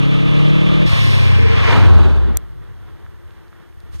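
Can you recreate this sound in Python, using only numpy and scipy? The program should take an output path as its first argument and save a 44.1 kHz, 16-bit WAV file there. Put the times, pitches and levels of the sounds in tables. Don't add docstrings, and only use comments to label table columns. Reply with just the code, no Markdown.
import sys
import numpy as np
from scipy import signal
from scipy.fft import rfft, irfft, next_fast_len
from scipy.io import wavfile
from scipy.ndimage import map_coordinates

SR = 44100
rng = np.random.default_rng(int(sys.argv[2]) if len(sys.argv) > 2 else 0)


def rack_gain(trim_db):
    fader = np.asarray(trim_db, float)
    return 10 ** (fader / 20)


def inscribe(sig):
    pcm = np.round(np.clip(np.atleast_2d(sig).T, -1, 1) * 32767)
    wavfile.write(sys.argv[1], SR, pcm.astype(np.int16))


N = 176400
TIME_S = np.arange(N) / SR
DUCK_DB = -11


# start_s, cycle_rate_hz, level_db, side_seen
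ENGINE = [(0, 34.2, -10.5, 0), (.855, 39, -8.5, 0), (.9, 36.6, -11, 1), (1.1, 33.3, -7.5, 1),
          (1.46, 28.1, -6, 1), (1.66, 25.1, -7, 1.25), (1.8, 23, -3.5, 1.9), (1.97, 20.1, -1, 2),
          (2.16, 17.1, -7, 2), (2.36, 15.1, -15, 2.15), (2.56, 13.1, -18, 2.7), (2.76, 11.2, -24, 3),
          (2.96, 9.5, -25, 3.2), (3.3, 8.8, -29, 4), (3.6, 8, -39, 4), (4, 8, -38, 4)]
ORDER_DB = [
    [-25, -19, -10, 0, -6, -17, -24, -11, -13, -26, -30, -18, -17, -33, -26, -24, -27],
    [-30, -26, 0, -6, -16, -26, -20, -28, -25, -31, -34, -31, -29, -31, -30, -28, -34],
    [-42, -32, -21, 0, -9, -28, -16, -18, -30, -40, -30, -29, -30, -36, -34, -32, -36],
    [-50, -34, -28, -1, -19, -19, -2, -1, -3, -21, -5, -12, -19, -30, -30, -30, -30],
    [-30, -25, -10, -16, -14, -4, -4, 0, -2, 0, -1, -3, -10, -25, -25, -25, -25],
]
# frequency_hz, level_db
RUMBLE = [(20, -2), (60, 1), (200, -3), (450, -8), (750, -19), (1000, -42), (2000, -70), (5000, -120)]
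# start_s, level_db, pitch_hz
THUMPS = [
    (.864, -15, 70),
    (.932, -4.5, 104),
    (3.7, -25, 79),
    (3.772, -20, 79),
    (3.838, -20, 79),
    (3.897, -17.5, 79),
    (3.931, -17, 78.5),
    (3.949, -10.5, 79),
    (3.99, -15, 78.6),
]


def exhaust():
    rate_hz, level_db, side = curves(ENGINE)
    turn = 2 * np.pi * np.cumsum(rate_hz) / SR
    wander = 0.045 * 1.8 ** np.clip(side - 2, 0, 2)
    tone = 0
    for order, row in enumerate(np.transpose(ORDER_DB), 1):
        order_db = np.interp(side, np.arange(len(row)), row) + 0.9 * wobble(7.15)
        phase = order * (turn + wander * wobble(8.96))
        tone = tone + rack_gain(order_db) * np.sin(phase + rng.uniform(0, 2 * np.pi))
    beat = np.cos(turn)
    rumble = rack_gain(-16 + 2.2 * (wobble(10) + beat)) * noise(RUMBLE)
    out = rack_gain(level_db) * (tone + rumble)
    t, thump_t60_s = np.arange(SR // 8) / SR, 0.13
    for start_s, thump_db, pitch_hz in THUMPS:
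        thump = 2.0 * rack_gain(thump_db - 60 * t / thump_t60_s) * np.sin(2 * np.pi * pitch_hz * t)
        add(out, start_s, thump)
    return out, beat, side


def exhaust_at_ports(pipe, side):
    leak, leak_hz = 0.054, 347
    soft = lambda hz: 1 / (1 + (hz / leak_hz) ** 4)
    quarter_turn = np.interp(side, [1, 2], (0.017, 0.079)) * filtered(pipe, lambda hz: 1j * soft(hz))
    common = leak * filtered(pipe, soft) - quarter_turn
    return np.array([pipe, -pipe]) * (1 - leak) + common


# start_s, pitch_hz, difference_db, sum_db
DRONE = [(0, 600, -44, -82), (.8, 600, -29, -45), (1, 470, -42, -60), (1.4, 450, -28, -63),
         (1.53, 450, -23, -47), (1.61, 450, -29, -52.5), (1.72, 450, -18, -53), (1.85, 420, -44, -53),
         (2.03, 390, -33, -29.5), (2.2, 400, -48, -47.5), (2.4, 380, -50, -52.5), (4, 340, -44, -61)]


def drone(beat):
    pitch_hz, side_db, mid_db = curves(DRONE)
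    width_hz, beat_db = 41, 4.5
    side = rack_gain(side_db) * narrow(pitch_hz, width_hz) * [[1], [-1]]
    mid = rack_gain(mid_db) * narrow(pitch_hz, width_hz)
    return rack_gain(beat_db * beat) * (side + mid)


# start_s, level_db, side_seen (0 nose-on, 1 beside, 2 behind, 3 far)
ROAD = [(0, -34, 0), (.5, -31, 0), (.7, -31, 0), (.84, -28.5, 0), (1.1, -32, 0), (1.45, -30.5, 1.01),
        (1.62, -25, 0.56), (1.7, -20.5, 1.38), (1.76, -18, 1.83), (1.82, -24, 1.7), (1.9, -23.5, 2),
        (2, -27, 2), (2.1, -29, 2), (2.2, -34, 2), (2.36, -37, 3), (2.5, -39.5, 3), (3.6, -42.5, 3),
        (4, -33.5, 4)]
# frequency_hz, level_db
ROAD_MID = [
    [(260, -13), (450, -17.5), (680, -13.5), (1230, -2.5), (1480, -12), (2270, -16.5), (3490, -1.5),
     (4480, -20), (15200, -47)],
    [(180, -28), (300, -13), (452, -12.5), (753, -8.5), (858, -5.5), (1680, -0.5), (2540, -9.5),
     (3470, -10.5), (15200, -49)],
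    [(170, -10), (364, -6), (477, -2.5), (985, -3), (1580, -6.5), (2270, -25.5), (3550, -13.5), (5300, -30),
     (15200, -47.5)],
    [(90, -26), (400, -3.5), (1100, -0.5), (1850, -2), (2400, -14.5), (3400, -8.5), (5400, -33.5),
     (15200, -39)],
]
# frequency_hz, level_db
ROAD_SIDE = [
    [(330, -29), (560, -3), (1130, -13.5), (2630, -7), (4040, -26), (5200, -35), (6190, -44), (15200, -54)],
    [(310, -32), (520, -11), (889, -4), (1270, -15), (2320, -3.5), (6610, -31), (9670, -51), (15200, -66)],
    [(180, -3), (300, -4.5), (410, -5.5), (1010, -36), (2580, -20), (5310, -44), (8700, -55), (15200, -62)],
    [(76, -13), (130, 3.5), (277, -6.5), (338, 1), (1010, -29), (1770, -23), (5610, -37.5), (15200, -79)],
]
ROAD_SIDE_DB = [6.04, 1.8, 6, 6.7]
# start_s, level_db
WIDTH = [(0, -0.5), (.8, -1), (1.1, 1), (1.4, 5), (1.62, 0.5), (1.8, -2), (2, -1), (2.35, -1), (2.5, 0),
         (4, 1.5)]
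# frequency_hz, left_over_right_db
LEAN = [
    [(500, 0), (800, -2), (1150, 0.5), (1400, 7), (1800, 3.5), (2300, -1.5), (3200, -7), (4500, -1)],
    [(300, 2), (600, 10), (1200, -1), (1700, -5), (2300, -3), (3200, -12), (4500, -7.5), (9000, -5)],
]


def road(beat):
    level_db, side = curves(ROAD)
    width_db, = curves(WIDTH)
    roar = 0
    for view in range(4):
        heard = np.clip(1 - abs(side - view), 0, 1)
        colour = pair(ROAD_MID[view], ROAD_SIDE[view], ROAD_SIDE_DB[view] + width_db, LEAN[view > 1])
        roar = roar + np.sqrt(heard) * colour
    swing_db = 0.5 * beat + 1.19 * wobble(12) + 0.77 * wobble(39.98)
    return rack_gain(level_db + swing_db) * roar


# frequency_hz, level_db
VALVE_MID = [(1470, -48), (2500, -9), (3460, 0.5), (4540, -12), (5440, -6.5), (6050, -16), (11300, -23),
             (15200, -40)]
# frequency_hz, level_db
VALVE_SIDE = [(1060, -23), (1800, 1), (2480, -5), (3810, -6), (4360, -8.5), (6120, -24), (12500, -39),
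              (15200, -44)]
# centre_s, level_db, half_length_s
GULPS = [
    (3.93, -47, 0.018),
    (3.954, -37, 0.022),
    (4, -37.5, 0.015),
]
# frequency_hz, level_db
GULP_COLOUR = [(300, 3), (4500, -3), (12000, -10), (15500, -40)]


def valve():
    after_s = TIME_S - 0.855
    attack_s, hold_s, swell_s = 0.0094, 0.28, 0.14
    swell_db = -2.5 * np.clip(1 - after_s / swell_s, 0, 1)
    fade_db = -45 * np.clip(after_s - hold_s, 0, 2)
    hiss = np.clip(after_s / attack_s, 0, 1) * rack_gain(-31 + swell_db + fade_db + 0.41 * wobble(17.1))
    gulp = 0
    for centre_s, level_db, half_s in GULPS:
        gulp = gulp + rack_gain(level_db) * np.exp(-((TIME_S - centre_s) / half_s) ** 2)
    vent = hiss * pair(VALVE_MID, VALVE_SIDE, 6.5, LEAN[0])
    return vent + gulp * pair(GULP_COLOUR, GULP_COLOUR, 0, LEAN[1])


# start_s, pitch_hz, level_db
WHINE = [
    (0, 1233, -43),
    (.8, 1200, -44),
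    (.95, 1081, -36),
    (1.5, 1021, -40.5),
    (1.62, 1125, -30.5),
    (1.75, 931, -27),
    (1.9, 920, -46),
]


def whine():
    pitch_hz, level_db = curves(WHINE)
    sounding = np.arange(N) < WHINE[-1][0] * SR
    return rack_gain(level_db) * sounding * narrow(pitch_hz, 140)


# start_s, peak_db, pitch_hz
TICKS = [
    (2.969, -38, 1810),
    (3.064, -25, 1430),
    (3.308, -32, 3020),
    (3.482, -38, 4000),
    (3.529, -27.5, 1340),
    (3.727, -38, 2200),
    (3.804, -34, 4180),
    (3.803, -35, 9000),
]


def grit():
    out, t = np.zeros(N), np.arange(200) / SR
    for when, loudness, size in rng.standard_normal((120, 3)):
        start_s = 1.78 + 0.13 * when
        level_db = GRIT_DB + 5 * loudness - 6 * when ** 2
        pitch_hz = 1600 * np.exp(0.65 * size)
        add(out, start_s, rack_gain(level_db - 20 * pitch_hz * t) * np.sin(2 * np.pi * pitch_hz * t))
    for start_s, peak_db, pitch_hz in TICKS:
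        rise = 1 - np.exp(-pitch_hz * t / 0.37)
        decay = rack_gain(peak_db - DUCK_DB - 10 * pitch_hz * t)
        add(out, start_s, decay * rise * np.sin(2 * np.pi * pitch_hz * t))
    return out * rack_gain([[-2.1], [1.9]])


STONE_S = 2.3714
# frequency_hz, level_db
STONE = [
    [(3800, -14), (6900, -4), (9300, -14), (12000, -11), (14400, -15)],
    [(2200, -14), (6500, -9), (8700, -10), (12300, -5), (14400, -10)],
]


def stone():
    out, t = np.zeros((2, N)), np.arange(-40, 100) / SR
    peaks_s, widths_s = (0.00046, 0.00018), (0.00025, 0.0003)
    for port, modes, peak_s, width_s in zip(out, STONE, peaks_s, widths_s):
        ring = sum(rack_gain(db) * np.cos(2 * np.pi * hz * (t - peak_s)) for hz, db in modes)
        add(port, STONE_S + t[0], ring * np.exp(-((t - peak_s) / width_s) ** 2))
    return out * [[-1], [1]]


def hush():
    flat = [(100, 0)]
    return rack_gain(-67) * pair(flat, flat, 0, flat)


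# frequency_hz, share_heard_by_both
PORTS_ALIKE = [(500, .6), (2000, .8), (5200, .8), (6300, .95), (12000, .95)]


def pair(mid, side, side_db, lean):
    both, own_mid, own_side = rng.standard_normal((3, N))
    lag_s, comb_from_hz = 0.00039, 5200

    def alike(hz):
        return np.clip(along(PORTS_ALIKE, hz), 0, 0.99)

    def comb(hz, wave):
        depth = 1.33 + (comb_from_hz / (hz + 1)) ** 4
        return 1.24 * np.tanh(depth * wave(np.pi * hz * lag_s))

    def blend(own, turn, wave, points):
        shared = filtered(both, lambda hz: rack_gain(along(points, hz)) * turn * alike(hz) * comb(hz, wave))
        separate = filtered(own, lambda hz: rack_gain(along(points, hz)) * np.sqrt(1 - alike(hz) ** 2))
        return unit(shared + separate)

    m = blend(own_mid, -1j, np.sin, mid)
    s = rack_gain(side_db) * blend(own_side, 1, np.cos, side)
    tilt = lambda hz: rack_gain(np.minimum(along(lean, hz) * np.array([[1], [-1]]), 0))
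    return filtered(np.array([m + s, m - s]), tilt)


def narrow(hz, width_hz):
    turn = 2 * np.pi * np.cumsum(hz) / SR
    return wobble(width_hz) * np.cos(turn) + wobble(width_hz) * np.sin(turn)


def noise(spectrum):
    return unit(filtered(rng.standard_normal(N), lambda hz: rack_gain(along(spectrum, hz))))


def wobble(rate):
    knots = rng.standard_normal(int(N * rate / SR) + 4)
    return map_coordinates(knots, [np.arange(N) * rate / SR])


def filtered(x, response):
    m = next_fast_len(N + 8192)
    return irfft(rfft(x, m) * response(np.fft.rfftfreq(m, 1 / SR)), m)[..., :N]


def along(points, hz):
    f, v = np.transpose(points)
    return np.interp(np.log(hz + 1), np.log(f + 1), v)


def curves(rows):
    s, *cols = np.transpose(rows)
    return [np.interp(TIME_S, s, c) for c in cols]


def unit(x):
    return x / np.sqrt(np.mean(x ** 2) + 1e-20)


def add(into, s, ring):
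    part = into[round(s * SR):][:len(ring)]
    part += ring[:len(part)]


GRIT_DB = -27


def scene():
    pipe, beat, side = exhaust()
    car = exhaust_at_ports(pipe, side) + drone(beat) + road(beat) + valve() + whine() + grit()
    duck = rack_gain(DUCK_DB * np.clip((TIME_S - STONE_S) / 0.004, 0, 1))
    return filtered(car * duck + hush(), lambda hz: hz < 15200) + stone()


def roll_off(x):
    return signal.sosfilt(signal.butter(12, 16810, fs=SR, output="sos"), x)


def record(dry):
    clipped = dry / (1 + abs(dry) ** 12) ** (1 / 12)
    return roll_off(clipped)


dry = scene()
out = record(dry)
inscribe(out)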